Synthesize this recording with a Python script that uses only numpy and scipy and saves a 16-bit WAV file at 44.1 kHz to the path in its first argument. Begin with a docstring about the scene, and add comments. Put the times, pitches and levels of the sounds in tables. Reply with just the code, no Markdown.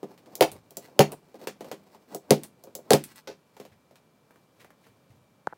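"""Over quiet room air and a faint hum, hands shift taut plastic straps on a cardboard box; loose ends tap it.
A cutter then bites, straps part with cracks that thump the box and whip over it, and the jaws click open.
Cutting goes on between taps, drags and a soft footfall, until the last loose strap is whisked off the box edge.
At the end come socked steps on carpet, a ticking floor and swishing trousers, and something bumps the camera.
Noise, decaying tones and short clicks make the sources; a synthetic room answers most of them."""
import sys
import numpy as np
from scipy import signal
from scipy.fft import rfft, irfft, next_fast_len
from scipy.io import wavfile
from scipy.ndimage import map_coordinates

SR = 44100
rng = np.random.default_rng(int(sys.argv[2]) if len(sys.argv) > 2 else 0)


def to_wav(sig):
    """Store sig (one row per channel, or 1-D mono) as 16-bit WAV at the path in sys.argv[1].

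    Samples outside -1..1 are clipped; the rate is SR.
    """
    pcm = np.clip(np.atleast_2d(sig), -1, 1) * 32767
    pcm = np.round(pcm).astype(np.int16)
    wavfile.write(sys.argv[1], SR, pcm.T)  # frames by channels


N = 245637
T = np.arange(SR // 2) / SR  # time axis of one short sound, in seconds
TOP_HZ = 16000  # upper band limit

# Straps parting: [t/s, crack level/dB, crack tilt/dB per octave, thump level/dB, pitch the thump settles at f/Hz,
# delay of the whipping end t/s, whip rattle level/dB, box heave level/dB,
# slack strap sliding off level/dB (before the cut in friction)]
STRAP_CUTS = [(0.4089, -20.5, -1.4, -13, 490, .015, -23, -27, -46),
              (0.9924, -17.5, -2.2, -11.3, 470, .016, -23, -16.5, -41),
              (2.3073, -17.5, -0.5, -12, 395, .014, -33, -22.5, -52.5),
              (2.9063, -20.5, -0.5, -14, 450, .014, -25.5, -33, -69),
              (2.9336, -18.5, -1.1, -14.5, 370, .011, -31, -20.5, -69)]
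# Tones of the hollow box, before random scatter and weighting by pitch: [f/Hz, level/dB]
BOX_MODES = [(148, -1), (207, -1), (254, -7), (321, -3), (400, 1), (433, -5), (507, -3), (552, -2),
             (620, -7), (690, -5), (786, -11), (850, -13), (925, -11), (1084, -17), (1260, -16),
             (1425, -14)]
# Colour of a light plastic contact: [f/Hz, relative level/dB]
TICK_COLOUR = [(200, -19.5), (900, 3), (2500, 0.5), (4000, -1.5), (6500, -5), (10000, -9.5), (15500, -9)]
# Bumps on the camera body: [t/s, level/dB]
CAMERA_BUMPS = [(5.4712, -25.5), (5.525, -43.5), (5.531, -44.5)]


def amp(db):
    """Turn decibels into a gain."""
    return 10 ** (np.asarray(db) / 20)


def unit(x):
    """Scale a lasting sound to rms 1."""
    return x / np.sqrt(np.mean(x ** 2) + 1e-20)


def blow(x):
    """Scale a short sound to the energy of 10 ms at rms 1."""
    return x * np.sqrt(SR / 100 / (np.sum(x ** 2) + 1e-20))


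def along(points, hz):
    """Read a curve of (f/Hz, value) points, with frequency on a log axis."""
    f, value = np.transpose(points)
    return np.interp(np.log(hz + 1), np.log(f), value)


def fade(t60):
    """Die away steadily, losing 60 dB in t60 seconds."""
    return np.exp(-np.log(1000) * T / np.maximum(t60, 1e-4))


def colour(x, points):
    """Give x the listed spectrum with a filter that never sounds before its input (minimum phase)."""
    m = 2 * next_fast_len(len(x))
    gain = amp(along(points, np.fft.rfftfreq(m, 1 / SR)))
    cepstrum = irfft(np.log(gain))
    # Folding the cepstrum onto positive times makes the filter minimum phase.
    cepstrum[1:m // 2] *= 2
    cepstrum[m // 2 + 1:] = 0
    response = np.exp(rfft(cepstrum))
    return irfft(rfft(x, m) * response)[:len(x)]


def wobble(rate):
    """Draw a smooth random curve through rate random points a second."""
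    knots = rng.standard_normal(int(N * rate / SR) + 4)
    return map_coordinates(knots, [np.arange(N) * rate / SR])


def grains(size, rate):
    """Scatter single-sample impulses of random strength, about rate a second."""
    return rng.standard_normal(size) * (rng.random(size) < rate / SR)


def add(track, s, x):
    """Mix x into the track from s seconds on."""
    start = max(round(s * SR), 0)
    track[start:start + len(x)] += x[:max(N - start, 0)]


def stroke(s, rise, fall):
    """Gain that swells tenfold in rise seconds, peaks at s and drops tenfold in fall seconds."""
    t = np.arange(N) / SR - s
    return 10 ** np.minimum(t / rise, -t / fall).clip(-10, 0)


def room(x, wet_db, build=0.0033, early_db=3, early_t60=.1, direct=None):
    """Add dense early echoes and a weaker, longer tail; the direct sound may have its own colour."""
    # Time the room takes to fall silent: [f/Hz, fall by 60 dB t/s]
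    room_t60 = [(190, 0.62), (330, 0.19), (550, 0.125), (2500, 0.19), (8000, 0.17), (15000, .135)]
    hz, t, z = signal.stft(rng.standard_normal(len(T)), SR, nperseg=1024)
    decay = np.exp(-np.log(1000) * t / along(room_t60, hz)[:, None])
    tail = signal.istft(z * decay, SR, nperseg=1024)[1][:len(T)]
    tail *= 1 - np.exp(-(T / build) ** 2)
    tail *= 1 + amp(early_db) * fade(early_t60)
    answer = blow(signal.fftconvolve(x, tail)[:len(T)])
    return blow(x if direct is None else direct) + amp(wet_db) * answer


def click(spectrum, t60, grit_db=-14):
    """A sharp step of force and a short crumble, roughly even across pitch before the object colours them."""
    force = amp(grit_db) * rng.standard_normal(len(T)) * fade(t60)
    force[0] = 1
    # Keep only the timing of the force, with equal strength at every frequency.
    even = irfft(np.exp(1j * np.angle(rfft(force))), len(T))
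    even *= T < .02  # stop after 20 ms
    return blow(colour(even, spectrum))


def box(hz, ring_db, wet_db, swell, bend=0.65, spread=1.2, build=0.0046, scatter_db=-1.37, fresh=1.3):
    """The lid flexes briefly, falling in pitch towards hz, and rings mostly the box tones near hz."""
    phase = 2 * np.pi * hz * (T + bend * swell * (1 - np.exp(-T / swell)))
    flex = np.sin(phase) * (T / swell) ** 2 * np.exp(-T / swell)
    # Below 320 Hz the lid moves little air.
    flex = signal.sosfilt(signal.butter(1, 320, "highpass", fs=SR, output="sos"), flex)
    f, db = np.transpose(BOX_MODES)[:, :, None]
    t60 = .155 * (f / 400) ** -.3  # low tones last longer
    nearness = 1 / (1 + (np.log2(f / hz) / spread) ** 2)  # spread in octaves
    strength = amp(db + scatter_db * rng.standard_normal(f.shape)) * nearness
    tones = np.sin(2 * np.pi * (f * T + rng.random(f.shape)))
    ring = np.sum(strength * fade(t60) * tones, axis=0)
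    ring *= 1 - np.exp(-(T / build) ** 2)
    ring *= 1 + fresh * np.exp(-(T / 0.041) ** 2)  # cardboard damps large swings faster
    return room(flex, wet_db) + amp(ring_db) * blow(ring)


def friction(scrape, murmur, uneven_db=2.5):
    """Surfaces stick and slip under uneven pressure: scratchy grains in the room over a hollow murmur."""
    # Colour of the murmur: [f/Hz, relative level/dB]
    murmur_colour = [(60, -31), (150, -6), (260, 0), (420, -1), (700, -4), (1100, -12.5), (2000, -31.5),
                     (5000, -45.5)]
    pressure_db = uneven_db * wobble(55)
    scatter_db = 6 * rng.standard_normal(N).clip(-2, 2)  # slips vary widely in strength
    slips = grains(N, rate=1100) * amp(scatter_db)
    one_slip = room(click(TICK_COLOUR, t60=0.0013), wet_db=1)
    scratch = unit(signal.fftconvolve(slips, one_slip)[:N])
    hollow = unit(colour(rng.standard_normal(N), murmur_colour))
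    # A fixed cut of 1.5 dB applies to every rub.
    return amp(pressure_db - 1.5) * (scrape * scratch + murmur * hollow)


def background():
    """Noise coloured as quiet room air, with two unsteady tones for an appliance's faint hum and whine."""
    # Household appliance: [f/Hz, level/dB]
    hum_tones = [(118.4, -87.5), (2342, -82)]
    # Colour of the room air: [f/Hz, relative level/dB]
    air_colour = [(20, -48), (52, -36), (72, -16), (150, -4), (330, -12.5), (545, -11.5), (700, -16),
                  (1070, -17.5), (2000, -27.5), (2900, -28), (9800, -36), (16000, -37.5)]
    t = np.arange(N) / SR
    hum = sum(amp(db) * unit(np.sin(2 * np.pi * hz * t + .5 * wobble(4.7))) for hz, db in hum_tones)
    air = unit(colour(rng.standard_normal(N), air_colour))
    return hum + amp(-64.0) * air


def sliding():
    """Ribbed straps rub the lid when handled and dragged, strain before each cut and slide off after it."""
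    # Straps dragged over the lid; levels before the cut in friction:
    # [hardest pull t/s, length t/s, scrape level/dB, box murmur level/dB]
    drags = [(0.115, 0.1, -57, -46.5), (0.336, 0.22, -65, -51), (0.86, 0.2, -52, -55.5),
             (1.442, 0.12, -54.5, -44.5), (1.684, 0.15, -56, -47), (1.94, 0.39, -62.5, -58),
             (2.147, 0.081, -47, -36), (3.112, 0.1, -52, -70), (3.185, 0.15, -54, -73),
             (3.638, 0.29, -63, -67.5)]
    rise_share = 0.64  # part of a drag spent building up
    # Hands shift on the box until 2.95 s. Each rub: (gain, scrape dB, murmur dB), before the cut in friction.
    working = np.arange(N) / SR < 2.95
    rubs = [(working, -75, -66)]
    for s, length, scrape_db, murmur_db in drags:
        pull = stroke(s, rise_share * length, (1 - rise_share) * length)
        rubs.append((pull, scrape_db, murmur_db))
    for s, *_, slack_db in STRAP_CUTS:
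        strain = stroke(s, rise=.05, fall=.02)  # ever harder until the strap parts
        rubs.append((strain, -61, -44.5))
        slack = stroke(s + 0.15, rise=0.21, fall=0.037)
        rubs.append((slack, -58.5, slack_db))
    # Rubs that overlap add up in power.
    scrape = np.linalg.norm([amp(db) * gain for gain, db, _ in rubs], axis=0)
    murmur = np.linalg.norm([amp(db) * gain for gain, _, db in rubs], axis=0)
    return friction(scrape, murmur)


def taps():
    """Strap ends and hands touch the box: a plastic tick, a broad pat of cardboard and a hollow knock."""
    # Light contacts: [t/s, tick level/dB, knock level/dB (before a 5.5 dB cut), pitch the knock settles at f/Hz]
    contacts = [(0.0305, -56, -30.5, 360), (0.1775, -60, -75, 500), (0.2598, -62.5, -53.5, 390),
                (.885, -69, -49.5, 585.5), (1.3435, -62, -39.5, 420), (1.415, -57, -44.5, 520),
                (1.4722, -36.5, -30.5, 435), (1.6078, -50.5, -36, 380), (1.645, -55.5, -42.5, 515),
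                (1.7147, -43, -31, 476), (1.947, -62.5, -49.5, 816), (2.672, -68.5, -44, 450),
                (2.789, -71, -43, 500), (3.567, -58, -50, 815), (3.5998, -52.5, -38.5, 430),
                (3.6518, -57.5, -47.5, 540), (3.911, -68, -52.5, 519), (3.957, -59.5, -62, 610),]
    # Colour of patted cardboard: [f/Hz, relative level/dB]
    board_colour = [(90, -28), (200, 1), (850, 0), (1500, -20), (5000, -40)]
    out = np.zeros(N)
    for s, tick_db, knock_db, hz in contacts:
        tick = room(click(TICK_COLOUR, t60=0.018, grit_db=-12.5), wet_db=0.5)
        add(out, s, amp(tick_db) * tick)
        pat = room(click(board_colour, t60=.02, grit_db=-14), wet_db=1.5)
        knock = box(hz, ring_db=0, wet_db=-5, swell=.001, spread=1.1)
        add(out, s, amp(knock_db - 5.5) * (amp(-5) * pat + knock))
    return out


def cutter():
    """The jaws tick, ring briefly and knock the box as they bite, and click when they spring open."""
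    # Jaws biting into a strap: [t/s, click level/dB, box knock level/dB (before a 4.5 dB cut), ring f/Hz]
    bites = [(0.354, -34, -51, 7700), (0.7075, -50, -55, 3250), (0.7699, -33.5, -40.5, 7400),
             (2.1473, -35, -34.5, 7960), (2.6383, -48.5, -50.5, 6140), (2.7522, -34, -43.5, 7800)]
    # Jaws springing open, the last row a light tap instead: [t/s, level/dB]
    releases = [(0.5172, -44.5), (1.12, -43.5), (2.4347, -41.5), (3.0393, -40), (3.1594, -53)]
    # Colours of the bite and the opening spring: [f/Hz, relative level/dB]
    jaw_colour = [(300, -26), (1500, -20.5), (4000, -8.5), (6000, -3), (7500, -2), (9000, -8.5),
                  (11000, -2.5), (13000, -5.5), (15300, 0.5)]
    spring_colour = [(300, -18), (1500, -9), (2500, -1), (4000, -3.5), (6800, -4.5), (8500, 4), (10500, 2),
                     (13000, -1), (15500, -2)]
    out = np.zeros(N)
    for s, click_db, knock_db, hz in bites:
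        ring = blow(np.sin(2 * np.pi * hz * T) * fade(0.0096))
        bite = click(jaw_colour, t60=0.013, grit_db=-6.5) + amp(-14) * ring
        add(out, s, amp(click_db) * room(bite, wet_db=-5.5))
        knock = box(hz=570, ring_db=6.5, wet_db=-4.5, swell=.0012, spread=1.0)
        add(out, s, amp(knock_db - 4.5) * knock)
    for s, db in releases:
        opening = click(spring_colour, t60=0.0096, grit_db=-11)
        add(out, s, amp(db) * room(opening, wet_db=-1.5))
    return out


def cuts(whip_width=0.0055, heave_rise=0.0071):
    """Each strap cracks apart and rings, the freed lid thumps, and the flying end slaps and crackles over it."""
    # Tones of each parting strap, one row a cut: [f/Hz of five resonances]
    strap_modes = [
        [2100, 3150, 4600, 10400, 14900],
        [3000, 5050, 6700, 11000, 14800],
        [2380, 4600, 6250, 8500, 10800],
        [1600, 4500, 6400, 7800, 11000],
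        [3700, 5050, 8000, 9200, 10800],
    ]
    # Colour of the crack before tilt and resonances: [f/Hz, relative level/dB]
    crack_colour = [(200, -17), (900, -1), (1700, -2), (3000, -1), (4700, -2), (6600, -4), (9000, -6.5),
                    (10800, -4.5), (12500, -7), (15500, -4.5)]
    mode_width_hz, valley_db = 330, -7  # width of the lowest resonance, floor between resonances
    whip_ring_share, whip_tilt_db = .15, -.9  # ringing kept by the flying end, its dulling per octave
    out = np.zeros(N)

    # The whole box heaves at its two lowest tones.
    lowest_hz, next_hz = BOX_MODES[0][0], BOX_MODES[1][0]
    sway = np.sin(2 * np.pi * lowest_hz * T) + .5 * np.sin(2 * np.pi * next_hz * T)
    heave = blow(sway * (fade(0.24) + 4 * fade(0.057)) * (1 - np.exp(-(T / heave_rise) ** 2)))

    f = np.geomspace(crack_colour[0][0], TOP_HZ, SR // 100)
    for cut, modes in zip(STRAP_CUTS, strap_modes):
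        s, crack_db, tilt_db, thump_db, hz, whip_at, whip_db, heave_db, _ = cut
        plastic_db = along(crack_colour, f) + tilt_db * np.log2(f)
        bands = 0
        for mode in modes:
            width = mode_width_hz * np.sqrt(mode / modes[0])
            bands = bands + np.exp(-((f - mode) / width) ** 2)
        ringing_db = 20 * np.log10(amp(valley_db) + bands)
        crack = click(np.column_stack([f, plastic_db + ringing_db]), t60=0.007, grit_db=-7)
        # The resonances even out over all directions, so the room hears plain plastic.
        all_round = colour(T == 0, np.column_stack([f, plastic_db]))
        add(out, s, amp(crack_db) * room(all_round, wet_db=-6.5, direct=crack))

        thump = box(hz, ring_db=.5, wet_db=-6, swell=.48 / hz)
        add(out, s + .0008, amp(thump_db) * thump + amp(heave_db) * heave)

        rattle = grains(len(T), rate=3000) * np.exp(-((T - whip_at) / whip_width) ** 2)
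        flying_db = plastic_db + whip_tilt_db * np.log2(f) + whip_ring_share * ringing_db
        whip = colour(rattle, np.column_stack([f, flying_db]))
        add(out, s, amp(whip_db) * room(whip, wet_db=-1.0))
        slap = box(hz=680, ring_db=-3, wet_db=-1.0, swell=0.0012)
        add(out, s + whip_at - whip_width, amp(whip_db + 6) * slap)
    return out


def steps():
    """Soft heels give low, padded thuds, and the socks brush the carpet pile as short bursts of noise."""
    # Socked feet on carpet: [t/s, thud level/dB, brush level/dB]
    footfalls = [(.52, -49, -88), (3.715, -59, -62), (4.595, -76, -53.5), (4.647, -66, -64),
                 (4.835, -76, -61), (4.891, -59, -69), (5.1, -51.5, -69)]
    brush_colour = [(500, -18.5), (1900, 5.5), (4000, -7), (15000, -19)]  # f/Hz, relative level/dB
    out = np.zeros(N)
    thud = np.sin(2 * np.pi * 105 * T) * fade(0.05) * (1 - np.exp(-T / 0.016))
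    for s, thud_db, brush_db in footfalls:
        noise = rng.standard_normal(len(T)) * fade(0.097) * (1 - np.exp(-T / 0.018))
        brush = blow(colour(noise, brush_colour))
        add(out, s, amp(thud_db) * room(thud, wet_db=-1.0) + amp(brush_db) * brush)
    return out


def yank():
    """The loose strap is whisked over the box edge: a dull rattle that dies away and rings the lid."""
    # The strap pulled free: [t/s, rattle level/dB, knock level/dB, rattle's fall by 60 dB t/s]
    pull = (3.2738, -39.5, -42, .15)
    # Colour of the rattle: [f/Hz, relative level/dB]
    flap_colour = [(150, -12), (500, 5), (1700, -5), (5500, -6), (9000, -22)]
    s, rattle_db, knock_db, t60 = pull
    rattle = blow(colour(grains(len(T), rate=2500) * fade(t60), flap_colour))
    snap = .5 * click(flap_colour, t60=.01)
    knock = box(hz=480, ring_db=8, wet_db=0, swell=.002, spread=.45, build=.012, fresh=.2)
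    out = np.zeros(N)
    add(out, s, amp(rattle_db) * room(rattle + snap, wet_db=-2) + amp(knock_db) * knock)
    return out


def trousers():
    """Cloth rubs on cloth once with every stride, swelling and dying away."""
    # Trouser legs swinging past: [loudest t/s, rustle level/dB (before the cut in friction)]
    strides = [(4.35, -69.5), (4.62, -65.5), (4.87, -67), (5.11, -70)]
    swing = sum(amp(db) * stroke(s, rise=0.09, fall=0.18) for s, db in strides)
    return friction(swing, amp(4) * swing)  # the low flap is 4 dB over the rustle


def floor_ticks():
    """The floor gives short, dull clicks as the weight shifts on it."""
    # The floor ticking underfoot: [t/s, level/dB]
    creaks = [(4.308, -57.5), (4.359, -60), (4.646, -51.5), (4.705, -55.5), (4.868, -58.5)]
    # Colour of the ticks: [f/Hz, relative level/dB]
    floor_colour = [(100, -8), (300, 3), (1800, -3), (4000, -21)]
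    out = np.zeros(N)
    for s, db in creaks:
        tick = click(floor_colour, t60=.02, grit_db=-12)
        add(out, s, amp(db) * room(tick, wet_db=-4))
    return out


def bumps(rise=0.0027):
    """Dry, dull knocks ring the camera body; the harder the bump, the more it ticks as well."""
    # Tones of the camera body: [f/Hz, relative level/dB, fall by 60 dB t/s]
    body_modes = [(160, -26, 0.023), (512, 3, 0.0064), (850, 4, 0.0075), (1466, 7, 0.0048)]
    tick_colour = [(1500, -7.5), (4000, -4.5), (8000, -6), (15000, -34)]  # f/Hz, relative level/dB
    body = sum(amp(level) * fade(t60) * np.sin(2 * np.pi * hz * T) for hz, level, t60 in body_modes)
    body = blow(body * (1 - np.exp(-(T / rise) ** 2)))
    out = np.zeros(N)
    for s, db in CAMERA_BUMPS:
        tick = click(tick_colour, t60=0.0062)
        # Doubling the decibels makes the tick fade quickly for softer bumps.
        add(out, s, amp(db) * body + amp(2 * db) * tick)
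    return out


def camera_rub():
    """Whatever bumps the camera rubs on it from the first knock to the last: an octave-wide band of noise."""
    centre_hz = 1290
    t = np.arange(N) / SR
    touching = (t > CAMERA_BUMPS[0][0]) & (t < CAMERA_BUMPS[-1][0])
    edges_hz = [centre_hz / np.sqrt(2), centre_hz * np.sqrt(2)]
    band = signal.butter(2, edges_hz, "bandpass", fs=SR, output="sos")
    rub = unit(signal.sosfilt(band, rng.standard_normal(N)))
    return amp(-62) * touching * rub


def scene():
    """Add up everything in the room, in one channel."""
    box_work = background() + sliding() + taps() + cutter() + cuts()
    walking = steps() + yank() + trousers() + floor_ticks()
    return (box_work + walking + bumps() + camera_rub())[None]


def record(dry):
    """The camera thins the deep bass, rounds off the highest peaks and cuts steeply above its band limit."""
    bass_cut = signal.butter(2, 62, "highpass", fs=SR, output="sos")  # 62 Hz
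    thin = signal.sosfilt(bass_cut, dry)
    held = thin / (1 + np.abs(thin / .93) ** 6) ** (1 / 6)  # peaks stay below .93
    m = next_fast_len(N + SR // 2)
    passband = 1 / (1 + (np.fft.rfftfreq(m, 1 / SR) / TOP_HZ) ** 120)
    return irfft(rfft(held, m) * passband, m)[:, :N]


dry = scene()
out = record(dry)
to_wav(out)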